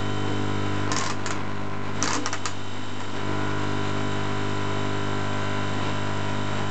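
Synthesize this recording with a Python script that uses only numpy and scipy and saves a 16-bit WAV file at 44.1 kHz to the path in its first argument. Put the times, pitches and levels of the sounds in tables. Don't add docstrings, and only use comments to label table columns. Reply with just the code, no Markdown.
import sys
import numpy as np
from scipy import signal
from scipy.fft import rfft, irfft
from scipy.io import wavfile
from scipy.ndimage import uniform_filter1d

SR = 44100
rng = np.random.default_rng(int(sys.argv[2]) if len(sys.argv) > 2 else 0)


def generate_wav(signal):
    frames = np.transpose(np.atleast_2d(signal))
    scaled = np.clip(frames, -1, 1) * 32767
    pcm = np.round(scaled).astype(np.int16)
    wavfile.write(sys.argv[1], SR, pcm)


N = 295470
T = np.arange(N) / SR
MAINS_HZ, EDGE_HZ = 50.071, 8900
BUZZ_ORDERS = np.arange(47, EDGE_HZ // MAINS_HZ)

# (time [s], glide [s], stroke [dB])
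FEEDER_STROKES = [(0.84, 0.042, -14), (1.93, 0.027, -1.5), (3.55, 0.039, 0.9)]


def gain_of(db):
    return 10 ** (np.asarray(db) / 20)


def unit_rms(x):
    return x / np.sqrt(np.mean(x ** 2) + 1e-20)


def gains_at(spectrum, hz):
    knots_hz, db = np.transpose(spectrum)
    return gain_of(np.interp(np.log(hz + 1), np.log(knots_hz + 1), db))


def coloured(x, spectrum):
    hz = np.fft.rfftfreq(len(x), 1 / SR)
    return unit_rms(irfft(rfft(x) * gains_at(spectrum, hz), len(x)))


def add(mix, start_s, sound):
    part = mix[max(round(start_s * SR), 0):][:len(sound)]
    part += sound[:len(part)]


def drift(rate_hz):
    knots = rng.standard_normal(400)
    return np.interp(T * rate_hz, np.arange(len(knots)), knots)


def stroke_db(switches):
    swing = np.ones(N)
    for start_s, glide_s, setting_db in switches:
        swing += (gain_of(setting_db) - swing) * np.clip((T - start_s) / glide_s, 0, 1)
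    return 20 * np.log10(swing)


def driven(full_db, idle_db, slope):
    # (time [s], glide [s], stroke [dB])
    tray_strokes = [(0.87, 0.11, -5.5), (1.94, .06, -2.7), (2.015, .14, -19), (3.11, 0.17, -1)]
    return np.hypot(gain_of(full_db + slope * stroke_db(tray_strokes)), gain_of(idle_db))


def sway():
    # (frequency [Hz], relative density [dB])
    resonance = [(150, -63), (225, -26.5), (246, -3.5), (254, 2.5), (262, -6.5), (285, -28.5), (400, -62)]
    return gain_of(-47 + 0.42 * stroke_db(FEEDER_STROKES)) * coloured(rng.standard_normal(N), resonance)


def jolts():
    # (time [s], level [dB])
    load_changes = [(0.281, -30), (0.9, -28.5), (2.022, -27.5), (2.15, -23), (3.005, -33.5), (3.173, -42)]
    # (frequency [Hz], relative level [dB], t60 [s])
    frame_modes = [(296.8, -0.5, 0.53), (267, -5, 0.47), (434, -6, 0.33), (495, -8, 0.48)]
    out, t = np.zeros(N), np.arange(SR) / SR
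    for start_s, level_db in load_changes:
        ring = sum(gain_of(db - 60 * t / t60_s) * np.sin(2 * np.pi * (hz * t + rng.random()))
                   for hz, db, t60_s in frame_modes)
        add(out, start_s, gain_of(level_db) * ring * (1 - np.exp(-t / 0.012)))
    return out


def surges():
    # (peak time [s], 1/e half width [s], rattle [dB], shudder [dB])
    shifts = [(0.31, 0.082, -42, -36), (0.99, 0.17, -37, -38.5), (1.33, .16, -38.5, -40.5),
              (2.1, 0.18, -34.5, -40.5), (3.18, 0.075, -40.5, -40), (5.85, 0.14, -37.5, -36),
              (6.58, .08, -37, -41)]
    power = np.zeros((2, N))
    for peak_s, width_s, rattle_db, shudder_db in shifts:
        swell = np.exp(-((T - peak_s) / width_s) ** 2)
        power += np.outer(gain_of([rattle_db, shudder_db]), swell) ** 2
    return np.sqrt(power)


def rattle(turns):
    # (frequency [Hz], relative density [dB])
    tap_spectrum = [(300, -28.5), (480, -0.5), (800, 1.5), (990, 3.5), (1200, 0), (1390, 0), (1750, -4.5),
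                    (2300, -5), (3700, -13), (4500, -16), (7200, -23), (8100, -28), (9000, -56.5)]
    # (frequency [Hz], relative density [dB])
    shudder_spectrum = [(20, -37), (50, -14), (70, -23), (110, -8), (190, -3), (255, -2.5), (310, -0.5),
                        (360, -0.5), (430, -2), (540, -18.5), (900, -57)]
    tap_surge, shudder_surge = surges()
    tap_gain = np.hypot(driven(full_db=-42, idle_db=-41, slope=0.88), tap_surge)
    shudder_gain = np.hypot(gain_of(-43.5), shudder_surge)
    taps = rng.standard_normal(N) * (rng.random(N) < 5000 / SR)
    taps *= gain_of(0.83 * np.cos(4 * np.pi * turns) + 1.2 * np.cos(2 * np.pi * turns) + 1.5 * drift(30))
    shudder = coloured(rng.standard_normal(N), shudder_spectrum)
    return tap_gain * coloured(taps, tap_spectrum) + shudder_gain * shudder


def housing(x, t60_s, wet_db):
    t = np.arange(SR // 2) / SR
    echoes = rng.standard_normal(len(t)) * (rng.random(len(t)) < 3000 / SR)
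    tail = echoes * gain_of(-60 * t / t60_s) * (t > 0.004)
    return x + gain_of(wet_db) * signal.fftconvolve(x, tail / np.linalg.norm(tail))[:N]


def burst(t, spectrum, t60_s, rise_s):
    envelope = gain_of(-60 * t / t60_s) * (1 - np.exp(-t / rise_s))
    return envelope * coloured(rng.standard_normal(len(t)), spectrum)


def drops():
    # (time [s], tick peak [dB], tick pitch [Hz], shell [dB], chute base level [dB], chute pitch [Hz])
    landings = [(0.9161, -17, 5460, -21.5, -24, 1010), (0.9635, -19, 4900, -23, -24, 1090),
                (0.9852, -15, 6800, -23, -30, 800), (1.01, -25, 7200, -28, -27, 1090),
                (1.037, -29, 4520, -26, -30, 1110), (1.061, -23, 5230, -24.5, -28, 1090),
                (1.0982, -24, 5790, -25, -26.5, 1200), (1.2601, -26, 4500, -26, -26.5, 1360),
                (1.3062, -24, 7360, -26.5, -26.5, 1414), (2.0252, -8, 6040, -23, -25, 1266),
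                (2.04, -18, 6790, -27, -30, 990), (2.057, -18, 6560, -30, -27, 1700),
                (2.0754, -15, 4720, -22, -28, 1240), (2.1062, -21, 5400, -26, -24.5, 960),
                (2.1317, -13.5, 6300, -21.5, -28, 1150), (2.151, -19, 6440, -25.5, -28, 990),
                (2.2593, -12.5, 5750, -23.5, -24.5, 1246), (2.3284, -17, 5900, -25.5, -22.5, 1285),
                (2.455, -14, 6930, -21.5, -23, 1240), (3.004, -41, 3850, -40, -32.5, 1000)]
    # (frequency [Hz], relative density [dB])
    shell_spectrum = [(1500, -4), (2900, -7), (3900, 0), (4700, 0), (6000, 1), (7300, 2), (8100, -10),
                      (9000, -50)]
    # (frequency [Hz], relative density [dB])
    chute_spectrum = [(250, -16), (600, -4.5), (950, 2), (1350, 0.5), (1700, 2), (2100, 0.5), (3000, -25),
                      (4500, -25.5)]
    # (frequency [Hz], relative density [dB])
    clink_spectrum = [(1800, -27), (2500, 0), (3000, 1), (3500, -9.5), (4300, -31.5)]
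    ticks, shells, chutes = np.zeros((3, N))
    t = np.arange(SR // 5) / SR
    tick_rise_s = 0.00038
    tick_envelope = t / tick_rise_s * np.exp(1 - t / tick_rise_s)
    for time_s, tick_db, tick_hz, shell_db, chute_db, chute_hz in landings:
        start_s = time_s + 0.0007
        add(ticks, start_s, gain_of(tick_db) * tick_envelope * np.sin(2 * np.pi * tick_hz * t))
        bounce_s = 0.011 * rng.uniform(0.9, 1.1)
        for delay_s, hit_db in [(0, 0), (bounce_s, -7)]:
            shell = gain_of(shell_db) * burst(t, shell_spectrum, t60_s=0.035, rise_s=0.0003)
            chute = gain_of(chute_db + 1) * burst(t, chute_spectrum, t60_s=0.036, rise_s=0.00069)
            clink = gain_of(chute_db - 7.5) * burst(t, clink_spectrum, t60_s=0.036, rise_s=0.00024)
            note = gain_of(chute_db + 4 - 60 * t / 0.028) * np.sin(2 * np.pi * chute_hz * t)
            add(shells, start_s + delay_s, gain_of(hit_db) * shell)
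            add(chutes, start_s + delay_s, gain_of(hit_db) * (chute + clink + note))
    return ticks + housing(shells, t60_s=0.19, wet_db=-5) + housing(chutes, t60_s=0.17, wet_db=-3.5)


def struck_phases(orders, decay_cycles):
    cycle = np.arange(1024) / 1024
    blows = np.exp(-cycle / decay_cycles) + 1.04 * np.exp(-((cycle + 0.5) % 1) / decay_cycles)
    spectrum = rfft(blows * rng.standard_normal(len(cycle)))
    return -np.angle(spectrum)[np.round(orders).astype(int)]


def buzz(turns, sizes, blend):
    cycle = np.linspace(0, 1, 4097)
    angle = 2 * np.pi * np.outer(cycle, BUZZ_ORDERS)
    shapes = [np.cos(angle - struck_phases(BUZZ_ORDERS, decay_cycles=0.62)) @ sizes for _ in range(3)]
    steady, slow, fast = [np.interp(turns % 1, cycle, shape) for shape in shapes]
    return unit_rms(steady + blend * (drift(7) * slow + drift(16) * fast))


def second_feeder(turns):
    # (frequency [Hz], relative level [dB])
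    whines = [(2702, -61), (2756, -47.5), (2955, -51), (3004, -45), (3052, -46), (3155, -52.5), (3305, -76),
              (3354, -60.5), (3607, -52.5), (3704, -48), (3758, -67.5), (3806, -56.5), (3854, -48.5),
              (3903, -64.5), (3957, -68), (4156, -55), (4807, -55.5), (4904, -63.5), (5206, -62.5),
              (5857, -64.5), (6207, -60), (7009, -58), (7407, -53), (8592, -73)]
    # (frequency [Hz], relative level [dB])
    chatter = [(2000, -79.5), (2600, -71.5), (3300, -64.5), (3900, -71.5), (4400, -80), (4650, -64),
               (5000, -61.5), (7200, -68.5), (8100, -71.5), (9000, -96.5)]
    # (frequency [Hz], relative density [dB])
    fizz_spectrum = [(2000, -11), (2850, -8.5), (3030, 7), (3250, -2.5), (3750, 8), (4050, -11.5),
                     (4190, 6.5), (4350, -8), (7280, -4), (7410, 4), (7540, -10), (8000, -11),
                     (8500, -17.5), (9000, -46.5)]
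    hz = BUZZ_ORDERS * MAINS_HZ
    sizes = gains_at(chatter, hz) * gain_of(-4 * (BUZZ_ORDERS % 2))
    for whine_hz, db in whines:
        sizes[np.argmin(abs(hz - whine_hz))] = gain_of(db)
    pulses = gain_of(20 * np.sin(2 * np.pi * turns))
    fizz = gain_of(-6.5) * coloured(rng.standard_normal(N) * pulses, fizz_spectrum)
    return gain_of(-44.5 + stroke_db(FEEDER_STROKES)) * (buzz(turns, sizes, blend=0.15) + fizz)


def singing(hum, turns):
    # (peak time [s], length [s], mains multiple, lift [dB])
    swells = [(0.1, 1.1, 60, -7), (0.15, 1.23, 61, 9), (.3, 1.1, 15, 6), (0.398, 1.8, 9, 6),
              (.55, 1.6, 6, 3.5), (0.65, 0.74, 26, 9.5), (1.65, 1, 21, 15), (2.852, 0.86, 5, 8),
              (3.265, .5, 7, 6), (3.454, 1, 6, 3.5), (3.505, 0.46, 29, 5), (4.7, 1.6, 8, 1.5),
              (5.398, 0.93, 31, 4), (5.75, 1.3, 55, 3.5), (5.4, .6, 20, 1), (6.2, .9, 19, 7),
              (6.25, .9, 7, 1), (6.34, 3.7, 12, 5.5)]
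    out = hum.copy()
    for peak_s, length_s, order, lift_db in swells:
        swell = np.cos(np.pi * np.clip((T - peak_s) / length_s, -0.5, 0.5))
        carrier = np.exp(2j * np.pi * round(order) * turns)
        amplitude = uniform_filter1d(hum / carrier, size=round(2 * SR / MAINS_HZ))
        partial = 2 * (carrier * amplitude).real
        out += (gain_of(lift_db * swell) - 1) * partial
    return out


def stack(turns, orders, sizes, phases, waver_db):
    out = np.zeros(N)
    for order, size, phase in zip(orders, sizes, phases):
        waver = gain_of(waver_db * min(sizes.max() / size, 3) * drift(5))
        out += size * waver * np.cos(2 * np.pi * order * turns - phase)
    return unit_rms(out)


def tray(turns):
    # (mains multiple, level within its group [dB])
    partials = [(1, -32), (2, -1.5), (3, -1), (4, 0.5), (5, -2), (6, -5.5), (7, -13), (8, -5.5), (9, -14),
                (10, -20), (11, -19), (12, -16), (13, -11), (14, -17.5), (15, -13), (16, -18.5), (17, -24),
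                (18, -19.5), (19, -13.5), (20, -6), (21, -20), (22, -16.5), (23, -23.5), (24, -18.5),
                (25, -20.5), (26, -17.5), (27, -9.5), (28, -22), (29, -10.5), (30, -26), (31, -16.5),
                (32, -15.5), (33, -30), (34, -23.5), (35, -17.5), (36, -34), (37, -28), (38, -16),
                (39, -21), (40, -25.5), (41, -18), (42, -26), (43, -38), (44, -23), (45, -18), (46, -27.5)]
    # (frequency [Hz], relative level [dB])
    overtones = [(2350, -21), (2800, -25), (3400, -29.5), (4150, -25.5), (4500, -43), (7000, -33.5),
                 (9000, -79)]
    # (time [s], knock [dB], ring [dB])
    trims = [(0, -2.5, -2.5), (.3, -0.5, -4), (.85, -1, -1.6), (3.18, 0.5, -2), (3.35, 1, .5),
             (5.15, 1.2, 0.3), (5.25, -1.5, 0.5), (5.6, 0, 1.5), (5.68, -1.5, -0.4), (6.7, -1.3, -0.5)]
    trim_s, knock_db, ring_db = np.transpose(trims)
    hum = driven(full_db=-32.5, idle_db=-40, slope=1.7)
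    thrum = driven(full_db=-35, idle_db=-60, slope=0.59)
    knock = gain_of(np.interp(T, trim_s, knock_db)) * driven(full_db=-35, idle_db=-46.5, slope=1.3)
    ring = gain_of(np.interp(T, trim_s, ring_db)) * driven(full_db=-34.5, idle_db=-42, slope=0.99)
    orders, db = np.transpose(partials)
    pull_lag_rad = 1.0 * np.isin(orders, [2, 4])
    phases = np.where(orders < 10, pull_lag_rad, struck_phases(orders, decay_cycles=0.41))
    groups = np.digitize(orders, [3, 6, 10])
    out = np.zeros(N)
    for group, (gain, waver_db) in enumerate([(hum, 0.2), (thrum, 0.3), (knock, 0.4), (ring, 0.5)]):
        own = groups == group
        out += gain * stack(turns, orders[own], gain_of(db[own]), phases[own], waver_db)
    treble = buzz(turns, gains_at(overtones, BUZZ_ORDERS * MAINS_HZ), blend=0.62)
    return out + gain_of(-14.5) * ring * treble


def scene():
    turns = MAINS_HZ * T + 0.00015 * drift(21)
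    hum = singing(tray(turns) + second_feeder(turns), turns)
    return (hum + rattle(turns) + sway() + jolts() + drops())[None]


def record(dry):
    dc_offset = -0.051
    lowpass = signal.firwin(255, EDGE_HZ, window=("kaiser", 9), fs=SR)
    return dc_offset + signal.oaconvolve(dry, lowpass[None], "same")


dry = scene()
out = record(dry)
generate_wav(out)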